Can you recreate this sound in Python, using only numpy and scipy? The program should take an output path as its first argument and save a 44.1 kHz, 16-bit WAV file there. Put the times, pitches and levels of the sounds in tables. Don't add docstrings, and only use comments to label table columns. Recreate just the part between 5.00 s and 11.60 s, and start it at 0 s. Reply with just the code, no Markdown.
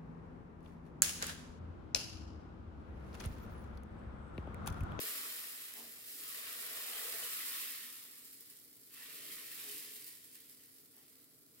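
import sys
import numpy as np
from scipy import signal
from scipy.fft import rfft, irfft
from scipy.io import wavfile

SR = 44100
rng = np.random.default_rng(int(sys.argv[2]) if len(sys.argv) > 2 else 0)


def int16_out(signal):
    q = np.round(np.clip(np.atleast_2d(signal).T, -1, 1) * 32767)
    wavfile.write(sys.argv[1], SR, q.astype(np.int16))


N = 291060
T, HZ = np.arange(N) / SR, np.fft.rfftfreq(N, 1 / SR)
SLOW_T = T[::64]

def amp(db):
    return np.exp(np.asarray(db) * (np.log(10) / 20))

def unit(x):
    return x / np.sqrt(np.mean(x ** 2) + 1e-20)

def read(points, hz=HZ):
    f, value = np.transpose(points)
    return np.interp(np.log(hz + 1), np.log(f + 1), value)

def follow(rows, column):
    rows = np.asarray(rows)
    return np.interp(T, rows[:, 0], rows[:, column])

def colour(x, spectrum):
    log_gain = np.log(amp(read(spectrum, abs(np.fft.fftfreq(4096, 1 / SR)))))
    taps = np.fft.ifft(np.exp(np.conj(signal.hilbert(log_gain)))).real[:1024]
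    return signal.oaconvolve(x, taps[None] / np.linalg.norm(taps), axes=1)[:, :N]

def wander(rate_hz):
    hz = np.fft.rfftfreq(len(SLOW_T), SLOW_T[1])
    spectrum = rfft(rng.standard_normal(len(SLOW_T))) * hz / (hz + 2) / (1 + (hz / rate_hz) ** 2)
    return np.interp(T, SLOW_T, unit(irfft(spectrum, len(SLOW_T))))

def resonance(hz, half_width):
    return 1 / (1 + ((HZ - hz) / half_width) ** 2)

def surge(start, end, rise_s, fall_db_per_s, climb_db=0, crest_s=.002):
    onset = np.clip((SLOW_T - start) / rise_s, 0, 1)
    remaining = np.clip((end - SLOW_T) / (end - start), 0, 1)
    past_s = crest_s * np.logaddexp(0, (SLOW_T - end) / crest_s)
    return onset * amp(-climb_db * remaining ** 2 - fall_db_per_s * past_s)

def power_sum_db(gains):
    return np.interp(T, SLOW_T, 10 * np.log10(sum(gain ** 2 for gain in gains) + 1e-12))

# frequency in Hz, correlation from 0 to 1.
COHERENCE = [(40, 0), (130, 0.35), (300, 0.63), (500, 0.29), (900, 0.094), (3000, 0)]
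def stereo_noise(gain):
    a, b = rfft(rng.standard_normal((2, N)))
    same = np.clip(read(COHERENCE), -1, 1)
    return unit(irfft(np.array([a, same * a + np.sqrt(1 - same ** 2) * b]) * gain, N))

# frequency in Hz, relative level in dB.
ROOM_NOISE = [(15, -48), (30, -34), (50, -19), (75, -5), (100, -1.5), (150, -0.5), (190, -7), (250, 3.5),
              (350, -3.5), (450, 0), (560, -14), (950, -16.5), (1400, -12.5), (2500, -25), (8000, -26.5)]
# frequency in Hz, level in dB.
HUM_TONES = [(263.5, -82.5), (300, -86)]
def background(air_db=-72, waver_turns=0.16, throb_db=2):
    hum = 0
    for hz, db in HUM_TONES:
        gain = amp(db + throb_db * wander(rate_hz=5.8))
        hum += gain * np.sin(2 * np.pi * (hz * T + waver_turns * wander(rate_hz=3.7)))
    return amp(air_db) * stereo_noise(amp(read(ROOM_NOISE))) + np.sqrt(2) * hum

# frequency in Hz, time to fall 60 dB in seconds.
REVERB_TIMES = [(300, 0.19), (2000, 0.41), (8000, 0.23), (15000, 0.15)]
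def reverberation(x, tail_db=-6, shift_per_s=1.702, count=3):
    t, out = np.arange(SR // 4) / SR, x
    for k in range(count):
        noise = rng.standard_normal((2, len(t))) * (t > .006)
        hz, age, bands = signal.stft(noise, SR, nperseg=256)
        tail = signal.istft(bands * amp(-60 * age / read(REVERB_TIMES, hz)[:, None]), SR, nperseg=256)[1]
        tail /= np.linalg.norm(tail[0])
        share = np.cos(np.pi * (shift_per_s * T + k / count)) * np.sqrt(2 / count)
        out = out + amp(tail_db) * signal.oaconvolve(x * share, tail, axes=1)[:, :N]
    return out

def reflections(x, echo_db, echo_s=0.0032):
    t = np.arange(SR // 60) / SR
    taps = rng.standard_normal((2, len(t))) * (rng.random((2, len(t))) < .25)
    taps *= (t > .0004) * np.exp(-t / echo_s)
    response = (t == 0) + amp(echo_db) * taps / np.linalg.norm(taps, axis=1, keepdims=True)
    return signal.oaconvolve(x, response, axes=1)[:, :N]

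# centre in seconds, half length in seconds, level in dB.
DIPS = [(.37, .08, -71), (0.8, .055, -65), (.985, .03, -73), (4.02, .04, -75), (4.674, 0.043, -74),
        (5.998, .045, -76)]
def squelches():
    swell = sum(amp(db) * np.exp(-((T - centre) / half_s) ** 2) for centre, half_s, db in DIPS)
    return swell * stereo_noise(resonance(hz=830, half_width=260))

# start in seconds, length in seconds, pitch in Hz, level in dB.
CATCH_TONES = [(-.08, 0.24, 429, -61.5), (0.736, 0.19, 232, -65), (0.758, 0.09, 425, -65),
               (4.635, .15, 415, -60), (4.67, 0.14, 300, -70), (4.747, 0.35, 419, -70)]
def catches(waver=0.021, rough_db=0.5, ear_radians=0.4):
    out = np.zeros((2, N))
    drift, rough = wander(rate_hz=89), amp(rough_db * wander(rate_hz=29))
    for start, length, hz, db in CATCH_TONES:
        swell = np.sin(np.pi * np.clip((T - start) / length, 0, 1))
        phase = 2 * np.pi * (np.cumsum(hz * (1 + waver * drift)) / SR + rng.random())
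        out += amp(db) * swell * np.sin([phase + ear_radians, phase])
    return rough * out

# start in seconds, length in seconds, pitch in Hz, level in dB.
SLIP_RUNS = [(0, 0.046, 436, -65), (1.951, 0.037, 450, -64), (2.002, .11, 460, -60),
             (2.132, .035, 417, -60.5), (2.205, 0.055, 485, -65)]
def judders(slips_per_s=56, uneven=0.295, ring_s=0.013, detune=0.056, ear_radians=0.68):
    out, t = np.zeros((2, N)), np.arange(SR // 20) / SR
    envelope = np.sqrt(t / ring_s) * np.exp(-2 * t / ring_s)
    for start, length, hz, db in SLIP_RUNS:
        slips, count = np.zeros((2, N)), max(round(length * slips_per_s), 1)
        for k, (late, off_pitch) in enumerate(rng.uniform(-1, 1, (16, 2))[:count]):
            age = max(k + uneven * late, 0) / slips_per_s
            phase = 2 * np.pi * hz * (1 + detune * off_pitch) * t
            ring = envelope * np.sin([phase + ear_radians, phase])
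            at = round((start + age) * SR)
            slips[:, at:at + len(t)] += ring * (1 + np.sin(np.pi * age / length))
        out += amp(db) * unit(slips) * np.sqrt(length * SR / N)
    return out

# start, end and rise in seconds, level and climb in dB,
# decay in dB per second.
PLOUGHS = [(-.1, 0.158, .05, -67, 0, 41), (1.25, 2.17, .15, -63.5, 8.5, 50)]
# frequency and half width in Hz, gain in dB.
SCRAPE_MODES = [(468, 48, -1.5), (650, 54, 0)]
def scrape(slip_db=2.5):
    swell_db = power_sum_db(amp(db) * surge(start, end, rise, fall, climb)
                            for start, end, rise, db, climb, fall in PLOUGHS)
    voice = stereo_noise(sum(amp(db) * resonance(hz, width) for hz, width, db in SCRAPE_MODES))
    return voice * amp(swell_db + slip_db * wander(rate_hz=55))

# start, end and sizzle rise in seconds, sizzle level, fizz level and
# sizzle climb in dB, decay in dB per second.
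PUSHES = [(-0.8842, 0.065, .1, -53.5, -44.5, 1, 14.5), (1.0131, 2.62, 0.32, -53.5, -45.5, 6.5, 30.5),
          (3.88, 4.4, .1, -60, -53, 2.5, 18.5), (4.464, 4.75, .135, -60, -50, -2, 37),
          (5.916, 5.95, 0.036, -74, -77, -0.5, 30), (6.5, 6.58, .065, -78, -68.5, 7, 22)]
# start and rise in seconds, level in dB, decay in dB per second.
HARD_PRESSES = [(-.06, 0.046, -60, 24), (.73, .07, -65.5, 25), (1.95, .2, -67, 48), (3.98, 0.26, -65, 15.5),
                (4.62, .06, -68, 42)]
def rub_level(slide_db=-76.5, push_db=-68.5, rub_per_sizzle=0.46):
    fullest_db = max(row[3] for row in PUSHES)
    pushes = [amp(push_db + rub_per_sizzle * (db - fullest_db))
              * surge(start, end, rise_s=0.25, fall_db_per_s=28) for start, end, _, db, *_ in PUSHES]
    presses = [amp(db) * surge(start, start + rise, rise, fall) for start, rise, db, fall in HARD_PRESSES]
    return power_sum_db([amp(slide_db)] + pushes + presses)

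# time in seconds, depth from 0 to 1, sizzle body gain in dB.
BATTER = [(0, 0.81, 5.5), (.35, 0.84, 4), (1.05, 0.7, -3.5), (1.35, 0.58, 6.5), (1.8, .95, 1.5),
          (2.15, 0.93, 1), (2.37, 0.57, 3.5), (2.9, 0.48, 0.5), (4.1, 0.32, 3), (4.45, 0.16, 2),
          (4.7, 0.13, -4.5), (5, 0.14, -11), (6.6, .8, 3)]
# frequency and half width in Hz, gain in dB.
PLATE_MODES = [(149, 15, -6.5), (251, 30, -6.5), (312, 47, 1), (425, 24, 3.5), (475, 22, 2),
               (632, 44, -0.5)]
def rub(resting_db=-73, drag_db=9, crossover_hz=380):
    rub_db, thinness = rub_level(), .5 - follow(BATTER, column=1)
    pressed = 1 / np.sqrt(1 + amp(resting_db - rub_db) ** 2)
    body = sum(amp(db) * resonance(hz, width) for hz, width, db in PLATE_MODES)
    high_pass = 1 / (1 + (crossover_hz / (HZ + 1)) ** 4)
    low, high = amp(drag_db * thinness / 2), amp(-drag_db * thinness / 2)
    voice = low * stereo_noise(body * (1 - high_pass)) + high * stereo_noise(body * high_pass)
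    return voice / np.hypot(low, high) * pressed * amp(rub_db + wander(rate_hz=14))

# start in seconds, fizz level and sizzle level in dB.
STEAM_SPURTS = [(1.264, -53, -74), (3.245, -66, -80), (3.33, -62, -82), (3.39, -66, -83), (3.49, -61, -75),
                (4.306, -51.5, -76), (4.93, -61, -75), (5.055, -55, -76), (5.335, -67, -68.5),
                (5.405, -66, -76), (5.48, -64, -77), (5.586, -66, -72), (5.745, -66, -81), (6.18, -70, -80)]
def spurt(start, rise_s=.014):
    return surge(start, start + rise_s, rise_s, fall_db_per_s=114)

CREST_S = 0.042
def boil_level(rise_s=0.063, climb_db=8, linger_db=-13.5, drying_db_per_s=5, simmer_db=-73.5):
    gains = [amp(simmer_db)] + [amp(db) * spurt(start) for start, db, _ in STEAM_SPURTS]
    for start, end, _, _, db, _, fall in PUSHES:
        gains.append(amp(db) * surge(start, end, rise_s, fall, climb_db, CREST_S))
        gains.append(amp(db + linger_db) * surge(start, end, rise_s, drying_db_per_s, climb_db))
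    return power_sum_db(gains)

def wet_level():
    pushes = [amp(db) * surge(start, end, rise, fall, climb, CREST_S)
              for start, end, rise, db, _, climb, fall in PUSHES]
    return power_sum_db(pushes + [amp(db) * spurt(start) for start, _, db in STEAM_SPURTS])

# frequency in Hz, relative level in dB.
STEAM_SPECTRUM = [(300, -44), (850, -19.5), (1250, -18), (1900, -10), (2900, -12.5), (4000, -6.5),
                  (5200, -4.5), (6350, -10), (7100, -5.5), (7800, -4.5), (8600, -2), (9700, -3.5),
                  (12600, 1.05), (15800, -3.5)]
def spits(level_db=-76, per_s=95, spread_db=1.3, puff_s=.0024, per_boil=0.79, simmer_db=-73.5):
    draw = rng.random(N) * SR / (per_s * amp(3.5 * wander(rate_hz=12)))
    openings = (draw < 1) * amp(-spread_db * np.log(draw + .02))
    envelope = signal.lfilter([1], [1, -np.exp(-1 / (puff_s * SR))], openings)
    puffs = signal.lfilter(*signal.butter(1, 1600, "high", fs=SR), envelope * rng.standard_normal((2, N)))
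    return unit(colour(puffs, STEAM_SPECTRUM)) * amp(level_db + per_boil * (boil_level() - simmer_db))

# start in seconds, relative level in dB, left minus right in dB,
# low cutoff in Hz.
BLISTERS = [(0.7378, -29.5, 0, 4000), (.879, -32, 0, 6000), (1.2895, -32, 0, 7010), (1.6118, -29, -1, 4007),
            (2.9263, -33, 0, 4000), (3.039, -36.5, 0, 4000), (3.2535, -37, -5, 7000),
            (3.3427, -40, 5, 7000), (3.4074, -35, 0, 5500), (3.5034, -42, -2, 4000),
            (3.5714, -44, -2, 4000), (3.588, -42, -1, 6000), (4.9215, -43, -2, 3000),
            (5.0234, -36.5, 6, 1500), (5.044, -34, -2, 2000), (5.0663, -33, 1, 1500), (5.079, -35, 0, 2500),
            (5.0886, -38, 1, 6000), (5.2424, -38, 0, 1000), (5.345, -41, 0, 1000), (5.3554, -38, -2, 3500),
            (5.404, -39, -1, 1500), (5.4965, -39, -4, 4500), (5.512, -40, 0, 7000), (5.6602, -50, 0, 7000),
            (5.9662, -43.5, 0, 6000), (5.9816, -43, 2, 4000)]
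def pops(level_db=1.5, puff_db=-14, puff_s=0.0015):
    out, t = np.zeros((2, N)), np.arange(SR // 30) / SR
    for start, db, pan_db, low_hz in BLISTERS:
        snap = (t == 0) + amp(puff_db) * np.exp(-t / puff_s) * rng.standard_normal((2, len(t)))
        snap = signal.lfilter(*signal.butter(2, low_hz, "high", fs=SR), snap)
        at = round(start * SR)
        out[:, at:at + len(t)] += snap * amp([[db + pan_db / 2], [db - pan_db / 2]])
    return amp(level_db) * reflections(colour(out, STEAM_SPECTRUM), echo_db=-0.5)

# time in seconds, lead at the left ear in milliseconds.
RAKE_PATH = [(0, 0.16), (1.5, .16), (2.1, 0.13), (2.7, 0.057), (3.3, .12), (4, 0.055), (5, 0.019),
             (6.6, .09)]
def bubbles(per_s, spread_db, roam_db, echo_db, scatter_ms, spots):
    out, lead_ms = np.zeros((2, N)), follow(RAKE_PATH, column=1)
    activity = np.array([amp(roam_db * wander(rate_hz=5)) for _ in range(spots)])
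    offset_ms = scatter_ms * rng.standard_normal(N)
    for share in activity / np.linalg.norm(activity, axis=0) / np.sqrt(per_s):
        draw = rng.uniform(-1, 1, N) * (spots * SR / per_s)
        at = np.flatnonzero(abs(draw) < 1)
        size = share[at] * np.sign(draw[at]) * amp(-spread_db * np.log(abs(draw[at]) + .004))
        lead = np.rint((lead_ms[at] + offset_ms[at]) * SR / 1000).astype(int)
        ears = [np.bincount((at - lead) % N, size, N), np.bincount(at, size, N)]
        out += reflections(np.array(ears), echo_db)
    return unit(out)

def blips(depth, per_s=400, low_hz=2000, high_hz=9000, cycles=7, spread_db=3.4, rise_per_s=12):
    t = np.arange(SR // 110) / SR
    rate = per_s * amp(4 * wander(rate_hz=35))
    at = np.flatnonzero((rng.random(N) < rate / SR)[:-len(t)])
    pitch, size = rng.random((N // 20, 2))[:len(at)].T[:, :, None]
    hz = low_hz * (high_hz / low_hz) ** pitch / (1 + depth[at, None] / 2)
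    envelope = amp(-spread_db * np.log(size + .02)) * np.exp(-hz * t / cycles)
    samples, ears = (at[:, None] + np.arange(len(t))).ravel(), []
    for lead_s in (follow(RAKE_PATH, column=1)[at, None] / 1000, 0):
        rings = envelope * np.sin(2 * np.pi * hz * (t + rise_per_s * t ** 2 / 2 + lead_s))
        ears.append(np.bincount(samples, rings.ravel(), N))
    return unit(reflections(np.array(ears), echo_db=3))

# frequency in Hz, relative level in dB.
SIZZLE_SPECTRUM = [(250, -33.5), (600, -26), (860, -16), (1130, -4.5), (1500, -7), (1780, 0.5), (1950, 1),
                   (2200, -1.6), (2450, 0.6), (3000, -1), (4000, -2.6), (5300, -10), (6400, -12),
                   (8000, -13), (15000, -21)]
FROTH_SPECTRUM = [(250, -28.5), (480, -6), (660, -0.5), (830, 0), (1000, 2), (1200, 3.5), (1600, -1),
                  (2500, -3), (6000, -51)]
def wet_sizzle(level_db=1.59, dry_db=-81, blips_db=-4.5, froth_db=-6, body_hz=1250, body_width_hz=420):
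    wet_db, depth = wet_level(), np.clip(follow(BATTER, column=1), 0, 1)
    fed = 1 / (1 + amp(dry_db - wet_db) ** 2)
    bursts = bubbles(per_s=3000, spread_db=2, roam_db=5.5, echo_db=1, scatter_ms=.025, spots=6)
    sizzle = unit(colour(bursts, SIZZLE_SPECTRUM))
    body = signal.lfilter(*signal.iirpeak(body_hz, body_hz / body_width_hz, SR), sizzle)
    sizzle += body * (amp(follow(BATTER, column=2)) - 1)
    foam = bubbles(per_s=2500, spread_db=3, roam_db=10.5, echo_db=-4.5, scatter_ms=.028, spots=3)
    froth = unit(colour(foam, FROTH_SPECTRUM)) * depth ** 2
    voice = sizzle + amp(blips_db) * blips(depth) + amp(froth_db) * froth
    return voice * fed * amp(level_db + wet_db + 0.55 * wander(rate_hz=17))

def fizz(level_db=3.3, per_s=3600, middling_db=-58, doubling_db=6, steam_db=-4, flutter_db=0.79):
    boil_db = boil_level()
    rate = per_s * 2 ** ((boil_db - middling_db) / doubling_db) + per_s / 2
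    bursts = bubbles(rate, spread_db=3.5, roam_db=3, echo_db=2, scatter_ms=.018, spots=6)
    steam = amp(steam_db) * rng.standard_normal((2, N))
    voice = unit(colour(bursts + steam, STEAM_SPECTRUM))
    return voice * amp(level_db + boil_db + flutter_db * wander(rate_hz=21))

# time in seconds, centre in Hz, depth from 0 to 1.
NOTCH_PATH = [(.1, 900, .9), (.22, 764, 1), (.48, 810, 0.7), (.63, 930, 1), (.8, 890, 0.2),
              (1.1, 960, 0.75), (1.35, 870, 1), (1.55, 825, 0.8), (1.85, 930, .4), (2.2, 900, 0.44),
              (2.36, 830, 1), (2.48, 840, 0.5), (2.6, 825, 1), (2.92, 830, 0.9), (3.02, 830, 0),
              (4, 860, 0.35), (4.2, 885, 1), (4.45, 850, 1), (4.68, 790, .4), (4.85, 830, 0.55),
              (6.6, 850, 0.2)]
def hollow(x, width_hz=135, drift=0.054, order=2):
    centre_hz = follow(NOTCH_PATH, column=1) * (1 + drift * wander(rate_hz=3.4))
    carrier = np.exp(2j * np.pi * np.cumsum(centre_hz) / SR)
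    pole = np.exp(-np.pi * width_hz / SR)
    cut = 1 - (1 - np.clip(follow(NOTCH_PATH, column=2), 0, 1)) ** (1 / order)
    for _ in range(order):
        band = 2 * (carrier * signal.lfilter([1 - pole], [1, -pole], x * carrier.conj())).real
        x = x - cut * band
    return x

def scene():
    side_db = (-0.23 - 0.13 * T) / 2
    boiling = (fizz() + wet_sizzle()) * amp([side_db, -side_db])
    frying = reverberation(boiling + pops() + spits())
    return hollow(frying + rub() + scrape() + background()) + squelches() + catches() + judders()

# frequency in Hz, left minus right in dB.
PORT_BALANCE = [(500, 0), (1400, -0.5), (2800, 1.5), (4400, 1.9), (6200, -2.5), (7300, 0), (8100, -4),
                (9100, 2.5), (11000, -3.5), (12600, 1), (14200, -4), (15400, 11)]
def record(dry, bass_cut_hz=42, top_hz=15870):
    lean_db = read(PORT_BALANCE) / 2
    high_pass = HZ ** 2 / np.hypot(HZ ** 2, bass_cut_hz ** 2)
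    heard = irfft(rfft(dry) * amp([lean_db, -lean_db]) * high_pass, N)
    low_pass = signal.firwin(801, top_hz, window=("kaiser", 8), fs=SR)
    return signal.oaconvolve(heard, low_pass[None], "same")

dry = scene()
out = record(dry)
int16_out(out)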